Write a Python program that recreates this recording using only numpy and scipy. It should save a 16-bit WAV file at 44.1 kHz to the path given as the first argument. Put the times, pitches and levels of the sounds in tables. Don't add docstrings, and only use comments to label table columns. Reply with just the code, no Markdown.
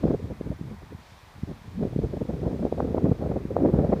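import sys
import numpy as np
from scipy import signal
from scipy.fft import rfft, irfft, next_fast_len
from scipy.io import wavfile
from scipy.ndimage import map_coordinates

SR = 44100
rng = np.random.default_rng(int(sys.argv[2]) if len(sys.argv) > 2 else 0)


def inscribe(sig):
    pcm = np.round(np.clip(np.atleast_2d(sig).T, -1, 1) * 32767)
    wavfile.write(sys.argv[1], SR, pcm.astype(np.int16))


N = 4 * SR

# t/s, level/dB
WIND_LEVEL = [(0, -37), (.17, -37.5), (.36, -41), (.47, -38.5), (.57, -49), (.66, -38.5), (.79, -47),
              (.97, -47), (1.08, -55), (1.3, -53), (1.38, -45), (1.6, -48.5), (1.72, -43), (1.78, -37),
              (1.92, -37.5), (2.08, -33.5), (2.26, -41), (2.34, -30.5), (2.57, -33), (2.7, -37),
              (2.87, -29), (3.05, -31), (3.17, -35.5), (3.27, -30.5), (3.41, -37), (3.53, -31.5),
              (3.62, -26), (3.72, -29), (3.85, -24.5), (4, -34.5)]
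# t/s, level/dB, length/s, extra brightness/octaves
FLURRY_SWELLS = [(0.04, -23.5, 0.0082, 0.45), (0.076, -21, 0.02, -0.11), (.107, -20.5, .015, 0.081),
                 (0.146, -22, 0.014, -0.081), (0.24, -33, 0.017, -0.23), (0.309, -37.5, 0.0185, .2),
                 (0.469, -31.5, 0.014, -0.28), (0.522, -32, 0.01108, 0.015), (.72, -38, 0.025, 0.22),
                 (0.831, -42.5, 0.013, -0.052), (0.916, -42, 0.0223, -0.061), (1.501, -31, .028, -0.15),
                 (1.696, -39.5, 0.023, -0.48), (1.831, -28, 0.0299, -0.024), (1.863, -27, 0.01805, -0.046),
                 (1.995, -24.5, 0.021, -1.17), (2.045, -25.5, 0.024, -0.33), (2.141, -30.5, .014, -0.15),
                 (2.171, -26, 0.0098, 0.051), (2.217, -25, .014, -0.019), (2.303, -29, 0.017, 0.15),
                 (2.461, -26, 0.034, 0.0062), (2.508, -28.5, 0.01432, 0.28), (2.6, -25.5, 0.0084, -0.05),
                 (2.637, -27, 0.02485, -.05), (2.668, -26, 0.00895, .15), (2.796, -25, .02, 0.33),
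                 (2.828, -24, 0.015, -0.18), (2.858, -26, 0.0102, -0.072), (2.908, -29, 0.01775, -0.037),
                 (2.972, -24, .024, 0.3), (3.052, -24.5, 0.0223, 0.044), (3.116, -22.5, 0.01512, -0.46),
                 (3.229, -29.5, .025, 0.25), (3.319, -26, 0.0085, 0.44), (3.365, -29, 0.023, -.1),
                 (3.588, -26, 0.013, 0.29), (3.612, -22, .01, -0.022), (3.648, -19.5, .035, 0.09),
                 (3.686, -21.5, 0.01207, 0.062), (3.772, -20.5, 0.0471, -0.31), (3.84, -22, 0.015, -0.13),
                 (3.873, -23.5, 0.0066, 0.34), (3.93, -20, 0.014, 0.23), (3.972, -27, 0.013, 0.076)]
# f/Hz, relative level/dB
RUMBLE_COLOUR = [(30, -6.5), (65, 3.5), (100, -1), (150, 4.5), (215, 1.5), (320, -2), (490, -6), (620, -14),
                 (800, -20), (1100, -32), (1600, -37.5), (3000, -79), (8000, -100)]
# level/dB, pitch shift/octaves
RUMBLE_RISE = [(-56, -1.5), (-46, -.95), (-37, -.33), (-30, 0), (-17, .36)]
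# t/s, peak level/dB, f/Hz
EDDY_HITS = [(.055, -5, 213), (0.243, -19, 121), (0.412, -17.5, 250), (0.505, -16, 130), (.613, -19.5, 150),
             (.949, -27, 109.3), (1.435, -15.5, 135.3), (1.813, -13.5, 188.1), (1.853, -14.5, 219.7),
             (1.963, -11, 181.3), (1.991, -13, 235.5), (2.218, -10.5, 217.5), (2.544, -18.5, 171),
             (2.653, -10.5, 318.9), (2.726, -11.5, 347), (2.804, -11, 547), (2.947, -10, 317),
             (2.982, -18, 481.4), (3.043, -6, 179), (3.095, -13.5, 126.1), (3.454, -15.5, 179.3),
             (3.567, -8.5, 500.4), (3.651, -13, 378.9), (3.74, -11.5, 149), (3.765, -13, 179.5),
             (3.802, -16.5, 264.9), (3.895, -14, 163.6)]
# t/s, level/dB, length/s, f/Hz
WHIRL_ROWS = [(0.053, -17.5, .022, 233), (0.66, -41, 0.047, 140), (0.728, -37.5, 0.033, 209),
              (1.779, -32.5, 0.041, 174.8), (1.813, -25, 0.04, 203.4), (2.218, -25, 0.014, 283),
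              (2.46, -30.5, 0.02, 225), (2.629, -24, .035, 229.7), (3.037, -28, 0.033, 237),
              (3.63, -23, 0.028, 267.9), (3.659, -21.5, .045, 330), (3.782, -22.5, 0.044, 139.6)]
# f/Hz, level change/dB
PORT_COLOUR = [(65, 2), (110, -0.5), (320, -1), (490, 3), (700, 2.5), (1020, -2), (1270, 1.5), (1600, -0.5)]
# f/Hz, relative level/dB
WOOD_COLOUR = [(40, -11.5), (130, -8), (380, -4.5), (600, -1), (850, 2.5), (1050, 1.5), (1350, -3.5),
               (2000, -4.5), (2500, -11), (2850, -26), (5000, -35.5)]
# t/s, level/dB
WOOD_LEVEL = [(0, -55), (1.3, -55), (2.6, -55), (4, -53.5)]
# f/Hz, relative level/dB
HISS_COLOUR = [(1000, -37), (2400, 5), (2900, 1.5), (3400, 3.5), (4300, 1), (5500, -2), (7500, -7),
               (10500, -10.5), (15000, -11.5)]
# t/s, level/dB
LOWER_HISS_LEVEL = [(0, -59.5), (.2, -60.5), (.33, -62.5), (.95, -62.5), (1.08, -58.5), (1.3, -61),
                    (2.8, -60.5), (3.55, -62.5), (4, -60.5)]


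def rumble(flutter_db=3, flutter_hz=40.1, evening_s=.032, evening_share=.37):
    swirls = noise(RUMBLE_COLOUR, size=3 * N)
    power = from_db(in_time(WIND_LEVEL)) ** 2
    brightening = 0
    for centre, db, length, octaves in FLURRY_SWELLS:
        swell = from_db(db) ** 2 * bell(centre, length)
        power += swell
        brightening += swell * octaves
    level_db = 10 * np.log10(power) + flutter_db * drift(flutter_hz)
    rise_octaves = np.interp(level_db, *np.transpose(RUMBLE_RISE)) + brightening / power
    travelled = np.cumsum(2 ** rise_octaves)
    pressure = map_coordinates(swirls, [travelled], order=3, mode="wrap")
    window = signal.windows.hann(2 * int(evening_s * SR) + 1)
    local_strength = np.sqrt(signal.fftconvolve(pressure ** 2, window / window.sum(), "same"))
    return from_db(level_db) * pressure / local_strength ** evening_share


def eddies(order=3.95):
    t, thumps = np.arange(N) / SR, np.zeros(N)
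    for centre, db, hz in EDDY_HITS:
        position = 2 * np.pi * hz * (t - centre) / (order - 1)
        near = np.abs(position) < 20
        random_shape = np.exp(2j * np.pi * rng.random())
        thumps[near] += from_db(db) * np.real(random_shape / (1 - 1j * position[near]) ** order)
    return thumps


def whirl_tones(wander_octaves=.14, wander_hz=58.66):
    wavering_time = np.cumsum(2 ** (wander_octaves * drift(wander_hz))) / SR
    tones = np.zeros(N)
    for centre, db, length, hz in WHIRL_ROWS:
        swell = from_db(db) * np.sqrt(2 * bell(centre, length))
        tones += swell * np.sin(2 * np.pi * hz * wavering_time)
    return tones


def far_wood():
    return from_db(in_time(WOOD_LEVEL)) * noise(WOOD_COLOUR, size=N)


def hiss(split_hz=8000, top_gain_db=-62):
    whole = noise(HISS_COLOUR, size=N)
    lower = signal.sosfiltfilt(signal.butter(2, split_hz, fs=SR, output="sos"), whole)
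    return from_db(in_time(LOWER_HISS_LEVEL)) * lower + from_db(top_gain_db) * (whole - lower)


def from_db(db):
    return 10 ** (np.asarray(db) / 20)


def in_time(rows):
    return np.interp(np.arange(N) / SR, *np.transpose(rows))


def bell(centre, length):
    return .5 ** ((2 * (np.arange(N) / SR - centre) / length) ** 2)


def butter(x, hz, kind, order):
    return signal.sosfilt(signal.butter(order, hz, kind, fs=SR, output="sos"), x)


def coloured(x, colour):
    hz, db = np.transpose(colour)
    size = next_fast_len(len(x) + SR)
    pitches = np.maximum(np.fft.rfftfreq(size, 1 / SR), 1)
    gain = from_db(np.interp(np.log(pitches), np.log(hz), db))
    return irfft(rfft(x, size) * gain, size)[:len(x)]


def noise(colour, size):
    x = coloured(rng.standard_normal(size), colour)
    return x / x.std()


def drift(hz):
    x = butter(rng.standard_normal(N + SR), hz, "low", order=2)[SR:]
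    return x / x.std()


def scene():
    edge_fade = signal.windows.tukey(N, .002)
    wind = (rumble() + eddies() + whirl_tones()) * edge_fade
    return (coloured(wind, PORT_COLOUR) + far_wood() + hiss())[None]


def record(dry, bass_hz=53, top_hz=15350):
    thinned = butter(dry, bass_hz, "high", order=3)
    treble_cut = signal.ellip(12, .1, 80, top_hz, fs=SR, output="sos")
    return signal.sosfilt(treble_cut, thinned)


dry = scene()
out = record(dry)
inscribe(out)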